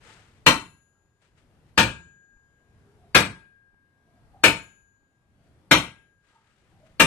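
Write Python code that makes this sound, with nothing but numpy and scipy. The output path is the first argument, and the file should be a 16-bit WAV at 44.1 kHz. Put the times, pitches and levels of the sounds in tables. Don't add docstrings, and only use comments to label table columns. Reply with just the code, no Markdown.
import sys
import numpy as np
from scipy import signal
from scipy.fft import rfft, irfft
from scipy.io import wavfile
from scipy.ndimage import uniform_filter1d

SR = 44100
rng = np.random.default_rng(int(sys.argv[2]) if len(sys.argv) > 2 else 0)


def decibels_to_gain(level_db):
    exponent = np.asarray(level_db, float) / 20
    return 10 ** exponent


def dump(signal):
    limited = np.clip(np.atleast_2d(signal).T, -1, 1)
    pcm = np.round(limited * 32767).astype(np.int16)
    wavfile.write(sys.argv[1], SR, pcm)


N = 311336

# t/s, strength/dB, thud re clang/dB, brightness re clang/dB, bang f/Hz
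BLOWS = [
    (0.465, -0.5, -3.5, -6.5, 2710),
    (1.778, -1.5, 1.5, -7, 1597),
    (3.149, 0, -2, -4.5, 2345),
    (4.438, 0, -2.5, -5.5, 1592),
    (5.713, 0.5, -1.5, -6.5, 1580),
    (6.999, -1, 0.5, -3.5, 2696),
]
# f/Hz, density/dB
CLANG = [(24, -48), (40, -15.5), (164, -3), (294, -1.5), (393, -8.5), (527, -7), (816, -10.5), (900, -7.5),
         (2060, -9.5), (2380, -7), (5060, -19), (8640, -22.5), (10200, -30.5), (11800, -24.5), (13400, -42)]
# f/Hz, t60/s
YARD = [(60, 0.58), (200, 0.29), (700, 0.31), (2500, 0.31), (6000, .25), (9000, 0.33), (12000, 0.25)]
# f/Hz, level/dB
LEAN = [(60, 4), (130, -1.5), (280, -0.8), (600, 1.5), (1290, 4.5), (2790, 9.5), (5500, 7.5), (8000, 19),
        (12900, 20)]


def evened(x):
    return x / np.sqrt(np.mean(x ** 2) + 1e-20)


def db_of(ratio):
    return 10 * np.log10(ratio)


def read(points, hz):
    f, value = np.transpose(points)
    return np.interp(np.log(hz + 1), np.log(f + 1), value)


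def coloured(x, db_of_hz):
    size = x.shape[-1]
    return irfft(rfft(x) * decibels_to_gain(db_of_hz(np.fft.rfftfreq(size, 1 / SR))), size)


def ports(hz, lean):
    return np.array([read(lean, hz) / 2, -read(lean, hz) / 2])


def pair(size):
    # f/Hz, correlation/1
    likeness = [(60, .55), (120, .88), (300, .95), (600, .65), (1500, .35), (4400, 0), (12900, 0)]
    a, b = rfft(rng.standard_normal((2, size)))
    same = np.clip(read(likeness, np.fft.rfftfreq(size, 1 / SR)), 0, 1)
    return irfft([a, same * a + np.sqrt(1 - same ** 2) * b], size)


def swell(s, rise_s, fall_s, db):
    t = np.arange(N) / SR - s
    return decibels_to_gain(db) * np.where(t < 0, np.exp(-(t / rise_s) ** 2), np.exp(-np.maximum(t, 0) / fall_s))


def hush(t):
    after_s, sink_s, return_s, depth_db = 0.63, 0.36, 0.32, -5
    since = t[:, None] - np.transpose(BLOWS)[0] - after_s
    return depth_db * np.exp(-(since / np.where(since < 0, sink_s, return_s)) ** 4).sum(1)


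def town():
    # f/Hz, density/dB
    rumble = [(15, -42), (25, -16.5), (75, -2.5), (500, -20.5), (1500, -28.5), (6940, -44), (9500, -43),
              (13400, -50.5)]
    # f/Hz, level/dB
    rumble_lean = [(60, 1.5), (230, 0), (880, 4), (3370, 5.5), (12900, 7)]
    level_db, treble_hush = -61, 0.48
    hz, t, z = signal.stft(pair(N), SR, nperseg=1024)
    patches = uniform_filter1d(rng.standard_normal(z.shape[1:]), 5, 0)
    drift_db = 1.5 * evened(uniform_filter1d(patches, 12, 1))
    shape_db = read(rumble, hz) + ports(hz, rumble_lean)
    bass = 1 / (1 + (hz[:, None] / 550) ** 2)
    hush_db = (bass + treble_hush * (2 - bass)) * hush(t)
    z = z * decibels_to_gain(shape_db[:, :, None] + drift_db + hush_db)
    return decibels_to_gain(level_db) * evened(signal.istft(z, SR, nperseg=1024)[1][:, :N])


def grass():
    # f/Hz, density/dB
    rustle = [(180, -35), (300, -6), (1150, -7), (1320, -2.5), (2640, -7.5), (2910, -8.5), (8360, -22),
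              (13000, -44.5)]
    # t/s, rise/s, fall/s, level/dB
    brushes = [
        (.1, 0.071, 0.13, -50.5),
        (0.368, 0.026, 0.029, -76),
        (1.235, 0.025, 0.062, -61.5),
        (1.386, 0.021, 0.042, -63),
        (1.69, 0.03, 0.028, -70),
        (5.45, 0.043, .06, -73),
        (6.31, 0.075, 0.12, -61),
        (6.55, .12, 0.38, -68.5),
        (6.87, 0.024, 0.056, -68.5),
    ]
    unevenness_db = 1.6 * evened(uniform_filter1d(rng.standard_normal((2, N)), 500))
    crackle = pair(N) * decibels_to_gain(2 * unevenness_db / 2)
    crackle = evened(coloured(crackle, lambda hz: read(rustle, hz) + ports(hz, LEAN)))
    return crackle * sum(swell(*row) for row in brushes)


def moans():
    # t/s, length/s, level/dB, f/Hz
    puffs = [(.07, .04, -61, 475), (0.104, 0.056, -63, 860), (0.963, .07, -74.5, 1360),
             (3.04, 0.069, -64, 698), (2.972, 0.25, -66, 408), (4.16, 0.15, -69, 690),
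             (4.373, .06, -69, 590), (4.365, 0.05, -55.5, 786), (5.46, .07, -70, 698),
             (6.369, 0.048, -61.5, 900), (6.366, 0.076, -66, 1270), (6.77, .06, -65, 757),
             (6.843, 0.052, -60.5, 622)]
    rise_share, width_share = 0.71, 0.12
    t, out = np.arange(N) / SR, np.zeros(N)
    re, im = rng.standard_normal((2, N))
    for s, length_s, db, hz in puffs:
        r = np.exp(-np.pi * width_share * hz / SR)
        noise = np.roll(re + 1j * im, round(50 * hz))
        waver = signal.lfilter([1], [1, -2 * r, r * r], noise)
        tone = evened((waver * np.exp(2j * np.pi * hz * t)).real)
        out += swell(s, rise_share * length_s, length_s, db) * tone
    return out


def pushed(chatter):
    push_hz, push_s = 2200, 0.005
    hz = np.fft.rfftfreq(len(chatter), 1 / SR)
    low = 1 / (1 + (hz / push_hz) ** 2)
    push = np.sqrt(low) * np.exp(-2j * np.pi * hz * push_s)
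    return irfft(np.sqrt(1 - low) * rfft(chatter) + push, len(chatter))


def yard(size):
    # f/Hz, build-up/s
    build = [(100, 0.016), (300, .018), (700, .005), (2000, 0.0019)]
    hz, t, z = signal.stft(pair(size), SR, nperseg=256)
    lumps = evened(uniform_filter1d(rng.standard_normal((2, len(hz))), 2))[:, :, None]
    t60_s = read(YARD, hz)[:, None] * decibels_to_gain(0.25 * lumps[0])
    far = decibels_to_gain(-32.5 - 60 * t / 0.65) * np.exp(-np.log((hz[:, None] + 1) / 2600) ** 2)
    gather = 1 - np.exp(-(t + 0.0048) / read(build, hz)[:, None])
    z = z * gather * decibels_to_gain(1.05 * lumps[1]) * (decibels_to_gain(-60 * t / t60_s) + far)
    tail = signal.istft(z, SR, nperseg=256)[1][:, :size]
    tail = tail * (1 - np.exp(-np.arange(size) / SR / 0.0026))
    return tail / np.linalg.norm(tail[0])


def ringing(modes, t, spread_db, rough):
    hz, db, t60_s = np.transpose(modes)[:, :, None]
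    apart = np.minimum(hz / 2500, 1)
    luck = rng.standard_normal((len(modes), 3))
    phase = 9 * luck[:, 1:2] + [[[0]], [[1]]] * luck[:, 2:] * 2 * apart
    knots_s = np.arange(0, t[-1] + 0.1, 0.016)
    re, im = rng.standard_normal((2, 2 * len(modes), len(knots_s)))
    drifts = np.array([np.interp(t, knots_s, j) for j in re + 1j * im])
    left, own = drifts.reshape(2, len(modes), -1)
    wobble = 1 + rough * np.array([left, np.sqrt(1 - apart ** 2) * left + apart * own])
    sines = (wobble * np.exp(1j * phase) * np.exp(2j * np.pi * hz * t)).imag
    return (decibels_to_gain(db + spread_db * luck[:, :1] - 60 * t / t60_s) * sines).sum(1)


def small_parts(count):
    hz = np.geomspace(1000, 12800, count) * rng.uniform(1.0, 1.02, count)
    level_db = read(CLANG, hz) + 0.5 * db_of(hz / 2000)
    t60_s = read(YARD, hz) * rng.uniform(0.5, 1.1, count)
    return np.transpose([hz, level_db, t60_s])


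def patchy(x, depth_db):
    hz, t, z = signal.stft(x, SR, nperseg=512)
    f = hz[:, None]
    luck = rng.standard_normal((2, len(hz) // 4 + 1, len(t) // 6 + 1))
    luck = luck.repeat(4, axis=1).repeat(6, axis=2)
    odds = np.interp(hz, [1500, 4000, 13000], [-2.4, -1.3, -0.7])[:, None] + 2 * t * (f / 9000) ** 2
    holes = luck[:, :len(hz), :len(t)] < odds
    late = np.maximum.accumulate(holes * (t > 0.09), axis=2)
    holes = np.maximum(holes, late * (f > 9300))
    deaf = ((f > 9950) & (f < 10800) | (f > 13150)) * (t > 0.025)
    gain_db = depth_db * holes * (t > 0.01) - 40 * deaf
    return signal.istft(z * decibels_to_gain(gain_db), SR, nperseg=512)[1][:, :x.shape[1]]


def clang(parts, db, thud_db, bright_db, bang_hz):
    # f/Hz, level/dB, t60/s
    pipe_modes = [(300, -8, .28), (470, -12, .22), (530, -10, .22), (635, -13, .22), (904, -6.5, .33),
                  (1211, -12, .22), (1545, -13, .25), (1900, -12, .2), (2376, -4, .27), (2431, -8, .2),
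                  (2797, -11, .22), (2975, -14, .22), (3245, -12, .2), (3566, -16, .2), (3806, -13, .2),
                  (4280, -13, .3)]
    # f/Hz, level/dB, t60/s
    ground_modes = [(66, -10, .3), (110, -4, .33), (163, -1, .2), (283, -5, .2)]
    rattle_s, loose = 0.0053, 0.7
    t = np.arange(int(0.6 * SR)) / SR
    chatter = rng.standard_normal(len(t)) * (1 - np.exp(-(t / 0.0036) ** 3)) * np.exp(-t / rattle_s)
    chatter = pushed(chatter / np.linalg.norm(chatter))
    direct = decibels_to_gain(-9) * coloured(chatter, lambda hz: read([(200, -12.5), (800, 0)], hz))
    spread = signal.fftconvolve(chatter[None], yard(len(t)), axes=1)[:, :len(t)] + direct
    tilt = [(150, thud_db), (900, -2.0), (3000, 1.0), (4100, 0.5), (5500, 0.0), (8000, bright_db)]
    padded = np.pad(spread, ((0, 0), (400, 0)))
    crash = coloured(padded, lambda hz: read(CLANG, hz) + read(tilt, hz))[:, 400:]
    crash = crash / np.linalg.norm(crash) * decibels_to_gain(24.5)
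    start = 1 - np.exp(-(t / 0.0046) ** 2)
    wall = [(bang_hz * k, 0, 0.09) for k in (0.93, 1, 1.09)] + [(1650, -0.51, 0.12)]
    bang = decibels_to_gain(-12.5) * ringing(wall, t, 0.82, 0.3) * start
    pipe = decibels_to_gain(-13) * ringing(pipe_modes, t, 1.5, loose) * start
    rattle = decibels_to_gain(-21.0 + bright_db) * ringing(parts, t, 3.2, 2 * loose) * start
    ground = decibels_to_gain(-17 + thud_db) * ringing(ground_modes, t, 0.83, 0.4)
    ground = ground * (1 - np.exp(-t / 0.036))
    return decibels_to_gain(db) * patchy(crash + bang + pipe + rattle + ground, -25)


def head(low_db, middle_db, high_db, low_stretch, upper_stretch):
    # f/Hz, level/dB, t60/s, family/index
    head_modes = [(1620, 0, 2.2, 0), (6799, 0, 1.4, 1), (6823, -4, .75, 1), (7862, 1, .5, 1),
                  (10955, 0, .7, 2), (10930, -6, .5, 2), (9440, -6, .4, 2), (8168, -6, .4, 2)]
    family_stretch = [0.72, 0.73, 1.05]
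    t = np.arange(int(2.5 * SR)) / SR
    levels_db = (low_db, middle_db, high_db)
    stretch = (low_stretch, upper_stretch, upper_stretch)
    modes = [(hz, db + levels_db[k], t60_s * family_stretch[k] * stretch[k])
             for hz, db, t60_s, k in head_modes]
    return ringing(modes, t, 0, 0.18) * (1 - np.exp(-t / 0.004)) * decibels_to_gain([[0], [-5]])


def add(mix, s, sound):
    part = mix[:, round(s * SR):][:, :sound.shape[1]]
    part += sound[:, :part.shape[1]]


def hammering():
    # low/dB, middle/dB, high/dB, low stretch/1, upper stretch/1
    rings = [
        (-50, -52, -53.5, 1.1, 1.3),
        (-38, -55.5, -72, 1.15, 1.7),
        (-39.5, -65, -55.5, 1.2, .9),
        (-41, -44.5, -49, 1.01, 1.01),
        (-44, -63.5, -61.5, 1.01, 1.3),
        (-44, -63, -50, 1.2, .95),
    ]
    # f/Hz, width/Hz, level/dB
    hollows = [(4530, 110, -13.5), (7270, 340, -3.5), (10360, 510, -10), (13200, 300, -15)]
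    out, parts = np.zeros((2, N + SR)), small_parts(count=40)
    for (s, *blow), ring in zip(BLOWS, rings):
        add(out, s - 0.0035, clang(parts, *blow))
        add(out, s, head(*ring))

    def housing_db(hz):
        dips_db = sum(db * np.exp(-((hz - f) / width_hz) ** 4) for f, width_hz, db in hollows)
        return ports(hz, LEAN) + dips_db

    return coloured(out, housing_db)[:, :N]


def scene():
    left, right = town() + grass() + moans() + hammering()
    return np.array([left, np.roll(right, 4)])


def roll_off(x):
    return signal.sosfilt(signal.butter(12, 13530, fs=SR, output="sos"), x)


def record(dry):
    release_db_per_s, threshold_db, ratio, smooth_s = 23.0, -28.5, 0.43, 0.22
    power_db = db_of(abs(signal.lfilter(np.ones(400) / 400, 1, (dry ** 2).mean(0))) + 1e-12)
    fall_db = np.arange(N) * release_db_per_s / SR
    held_db = np.maximum.accumulate(power_db + fall_db) - fall_db
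    over_db = np.maximum(held_db - threshold_db, 0)
    r = np.exp(-1 / (smooth_s * SR))
    ducked = dry / decibels_to_gain(ratio * signal.lfilter([1 - r], [1, -r], over_db))
    edge = signal.firwin(255, 13300, fs=SR)
    limited = signal.oaconvolve(np.clip(ducked, -1.1, 1.1), edge[None], "same")
    opening = np.minimum(np.arange(N) / SR / 0.0067, 1)
    return roll_off(np.clip(limited, -1, 1) * opening)


dry = scene()
out = record(dry)
dump(out)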